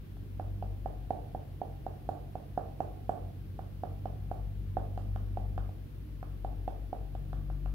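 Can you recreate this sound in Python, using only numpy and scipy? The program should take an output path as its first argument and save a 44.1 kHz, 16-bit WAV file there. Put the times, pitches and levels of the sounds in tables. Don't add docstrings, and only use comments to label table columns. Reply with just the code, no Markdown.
import sys
import numpy as np
from scipy import signal
from scipy.fft import rfft, irfft
from scipy.io import wavfile
from scipy.ndimage import uniform_filter1d

SR = 44100
rng = np.random.default_rng(int(sys.argv[2]) if len(sys.argv) > 2 else 0)


def generate_wav(signal):
    frames = np.transpose(np.atleast_2d(signal))
    scaled = np.clip(frames, -1, 1) * 32767
    pcm = np.round(scaled).astype(np.int16)
    wavfile.write(sys.argv[1], SR, pcm)


N = 341334
TIME = np.arange(N) / SR

# start in seconds, then relative levels in dB of the knock, the snap and the tick.
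FINGER_TAPS = [(0.168, -50.5, -67, -74), (0.397, -28.5, -51.5, -69), (0.625, -29.5, -55.5, -65),
               (0.859, -25.5, -52.5, -65), (1.106, -20.5, -53.5, -61), (1.348, -27, -58, -75),
               (1.616, -24.5, -58, -71), (1.865, -26.5, -54, -68), (2.09, -22.5, -48.5, -61),
               (2.354, -28.5, -56, -69), (2.576, -20.5, -44.5, -66), (2.804, -21.5, -48.5, -61),
               (3.093, -19.5, -44.5, -58.5), (3.591, -32, -52.5, -65), (3.835, -26, -49, -70),
               (4.056, -27, -51.5, -64.5), (4.314, -26.5, -50.5, -62), (4.769, -21, -46, -63.5),
               (4.976, -31.5, -51.5, -62), (5.16, -34.5, -49.5, -62), (5.372, -27, -54, -68),
               (5.578, -30.5, -44.5, -62.5), (5.691, -42, -67, -71), (6.228, -36, -49, -65),
               (6.447, -27.5, -52.5, -69), (6.678, -25, -52, -64), (6.929, -26, -53.5, -69),
               (7.151, -35, -58, -66), (7.33, -37, -49.5, -64), (7.5, -38.5, -54, -70.5),
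               (7.659, -38.5, -50.5, -64.5)]


def gain_of(db):
    return 10 ** (np.asarray(db) / 20)


def unit_level(x):
    return x / np.sqrt(np.mean(x ** 2) + 1e-20)


def at_pitch(rows, hz):
    pitches, values = np.transpose(rows)
    return np.interp(np.log(hz + 1), np.log(pitches + 1), values)


def curves(rows):
    times, *columns = np.transpose(rows)
    return [np.interp(TIME, times, column) for column in columns]


def pan(db):
    return gain_of(np.array([db, -db]) / 2).reshape(2, -1)


def drift(rate_hz):
    hz = np.fft.rfftfreq(N, 1 / SR)
    return unit_level(irfft(rfft(rng.standard_normal(N)) * np.exp(-(hz / rate_hz) ** 2), N))


def tone(hz, db, waver_db):
    turns = np.cumsum(hz * np.ones(N)) / SR
    return np.sqrt(2) * gain_of(db + waver_db * drift(9.1)) * np.sin(2 * np.pi * turns)


def click(colour, size=2048):
    log_gain = np.log(gain_of(at_pitch(colour, abs(np.fft.fftfreq(size, 1 / SR)))))
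    spectrum = np.exp(np.conj(signal.hilbert(log_gain)))
    pulse = np.fft.ifft(spectrum).real[:size // 2]
    return pulse / abs(pulse).max()


def noise(colour):
    # pitch in Hz, left minus right in dB.
    balance = [(100, 2), (300, -4.5), (800, -4), (1600, 7.5), (3000, 0.5), (16000, -0.5)]
    # pitch in Hz, likeness from 0 to 1.
    likeness = [(30, 0.54), (120, 0.77), (300, 0.59), (700, 0.0043), (1500, 0), (16000, 0)]
    hz = np.fft.rfftfreq(N, 1 / SR)
    left, other = rfft(rng.standard_normal((2, N)))
    alike = at_pitch(likeness, hz)
    right = alike * left + np.sqrt(1 - alike ** 2) * other
    pair = np.array([left, right]) * pan(at_pitch(balance, hz))
    return unit_level(irfft(pair * gain_of(at_pitch(colour, hz)), N))


def hiss(level_db=-56.0):
    # pitch in Hz, relative level in dB.
    colour = [(30, -25), (110, 2), (170, -4), (290, -1), (420, -7.5), (750, -19), (1050, -20.5),
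              (2000, -24), (3000, -24.5), (5000, -31), (7600, -39), (9500, -35), (11500, -30),
              (16000, -30.5)]
    return gain_of(level_db) * noise(colour)


def rumble(swell_db, level_db=-51.5, follow=0.43):
    # pitch in Hz, relative level in dB.
    colour = [(20, -44), (33, -37), (44, -7), (60, -3), (73, -7), (90, -3), (112, -3), (130, -9),
              (190, -7.5), (240, -14), (500, -29), (1500, -58)]
    return noise(colour) * gain_of(level_db + follow * swell_db)


def faint_tones():
    # centre pitch in Hz, centre level in dB.
    tones = [(59.6, -58), (88, -55), (120, -61.5), (302, -67.5)]
    return sum(tone(hz + 0.73 * drift(1.58), db, waver_db=4.0) for hz, db in tones)


def motor_hum(throb_hz=5.85, drone_db=-50.0):
    # time in seconds, turns per second.
    speeds = [(0, 48.3), (0.7, 48.4), (1.7, 46.6), (2.7, 46.9), (4.3, 48.6), (5.3, 48.5), (6, 47.6),
              (7.74, 48.2)]
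    # time in seconds, level of the lowest tone in dB.
    hum_levels = [(0, -54), (0.5, -41.5), (1.05, -46), (1.45, -50.5), (2.3, -54), (3.6, -49), (4.45, -42),
                  (5.15, -39.5), (5.62, -36.5), (5.85, -50.5), (6.6, -38), (6.95, -45), (7.3, -36),
                  (7.74, -39)]
    # time in seconds, second tone in dB before the swell, third in dB.
    overtones = [(0, -45.5, -55.5), (0.6, -42, -59), (1.1, -49.5, -57.5), (1.5, -46, -52),
                 (3.5, -43.5, -54.5), (4.45, -46, -51.5), (5.2, -42.5, -56), (6.3, -49.5, -52.5),
                 (6.95, -53.5, -60.5), (7.3, -52, -45.5)]
    speed, = curves(speeds)
    first_db, = curves(hum_levels)
    second_db, third_db = curves(overtones)
    swell_db = first_db - first_db.mean()
    second_db = second_db + 0.65 * swell_db
    motor = tone(speed, first_db, waver_db=1.9) * pan(6.2)
    motor += tone(2 * speed, second_db, waver_db=0.6) * pan(-2.6)
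    motor += tone(3 * speed, third_db, waver_db=0.6)
    motor += tone(4 * speed, second_db - 20.5, waver_db=1.5)
    drone = tone(speed + throb_hz, drone_db + 0.45 * swell_db, waver_db=1.6) * pan(3.3)
    return motor + drone + faint_tones() + rumble(second_db - second_db.mean())


def room_tail(build_s=0.0074):
    # pitch in Hz, seconds to fade by 60 dB.
    fade_times = [(150, 0.56), (750, 0.62), (2000, 0.29), (8000, 0.33)]
    t = np.arange(SR) / SR
    scatter = rfft(rng.standard_normal((2, SR)) * gain_of(-60 * t / fade_times[1][1]))
    wash = irfft(scatter / abs(scatter), SR)
    wash /= np.sqrt(abs(uniform_filter1d(wash ** 2, 400, axis=1)) + 1e-20)
    hz, frame_s, bands = signal.stft(wash, SR, nperseg=256)
    fade = gain_of(-60 * frame_s / at_pitch(fade_times, hz)[:, None])
    tail = signal.istft(bands * fade, SR, nperseg=256)[1][:, :SR]
    tail *= 1 - np.exp(-(t / build_s) ** 2)
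    return tail / np.linalg.norm(tail, axis=1, keepdims=True)


def room(direct, tail_db=-5.5, echo_s=0.082, echo_db=-21.5, tail_count=4):
    # pitch in Hz, boost or cut in dB.
    colour = [(200, -4), (450, 4), (580, -1), (760, -7.5), (900, -3), (1100, 3.5), (1500, 3), (2200, 5),
              (8000, 10.5)]
    mono = direct.mean(0)
    source = irfft(rfft(mono) * gain_of(at_pitch(colour, np.fft.rfftfreq(N, 1 / SR))), N)
    turn = np.searchsorted(np.transpose(FINGER_TAPS)[0], TIME + 0.018) % tail_count
    tails = sum(signal.oaconvolve((source * (turn == k))[None], room_tail(), axes=1)[:, :N]
                for k in range(tail_count))
    echo = np.pad(mono, (round(echo_s * SR), 0))[:N]
    return (gain_of(tail_db) * tails + gain_of(echo_db) * echo) * pan(-6.5)


def at_every_tap(levels_db, sound, delay_s):
    blows = np.zeros(N)
    starts = np.round((np.transpose(FINGER_TAPS)[0] + delay_s) * SR).astype(int)
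    blows[np.clip(starts, 0, N - 1)] = gain_of(levels_db)
    return -signal.oaconvolve(blows, sound)[:N]


def nail_ticks(levels_db, scrape_s=0.0011):
    # pitch in Hz, relative level in dB.
    colour = [(500, -15), (1800, -7), (2700, -2.5), (4000, -8), (5600, -16), (8000, -21), (11000, -20.5),
              (16000, -24)]
    fade = np.exp(-np.arange(SR // 50) / SR / scrape_s)
    scrapes = at_every_tap(levels_db, fade, delay_s=0.0004) * rng.standard_normal((2, N))
    return signal.oaconvolve(scrapes, click(colour)[None], axes=1)[:, :N] * pan(-10.0)


def edge_snaps(levels_db, delay_s=0.00076, left_lag_s=0.00017):
    # pitch in Hz, relative level in dB.
    colour = [(200, -9.5), (600, -31), (1000, 5), (1400, 3.5), (1750, -4), (2200, -39), (6000, -62)]
    snap = click(colour)
    return np.array([at_every_tap(levels_db, snap, delay_s + lag) for lag in (left_lag_s, 0)]) * pan(-5.5)


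def knock(level_db, contact_s=0.001224, firm_db=-22):
    # pitch in Hz, relative level in dB, seconds to fade 60 dB on a firm tap.
    notes = [(308, -25, 0.019), (640, -7, 0.008), (758.3, 2, .028), (983, -49, 0.004), (1650, -5, 0.017)]
    t = np.arange(SR // 10) / SR
    length = np.exp(0.02 * min(level_db - firm_db, 0))
    tuning = 1 + 0.008 * rng.standard_normal()
    ring = np.zeros(len(t))
    for k, (hz, db, fade_s) in enumerate(notes):
        direction = (-1) ** k
        ring += direction * gain_of(db - 60 * t / (fade_s * length)) * np.sin(2 * np.pi * hz * tuning * t)
    push = np.sin(np.pi * np.minimum(t / contact_s, 1)) ** 2
    sound = signal.fftconvolve(push, ring)[:len(t)]
    return -gain_of(level_db) * sound / abs(sound).max()


def card_taps(knock_boost_db=0.55, snap_boost_db=9.5, tick_boost_db=2.5):
    starts, knock_db, snap_db, tick_db = np.transpose(FINGER_TAPS)
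    knocks = np.zeros(N)
    for start_s, level_db in zip(starts, knock_db):
        sound = gain_of(knock_boost_db) * knock(level_db)
        slot = knocks[round(start_s * SR):][:len(sound)]
        slot += sound[:len(slot)]
    return knocks * pan(-7.0) + edge_snaps(snap_db + snap_boost_db) + nail_ticks(tick_db + tick_boost_db)


def scene():
    taps = card_taps()
    return taps + room(taps) + motor_hum() + hiss()


def record(dry, top_hz=15800):
    low_pass = signal.firwin(511, top_hz, window=("kaiser", 9), fs=SR)
    return signal.oaconvolve(dry, low_pass[None], "same")


dry = scene()
out = record(dry)
generate_wav(out)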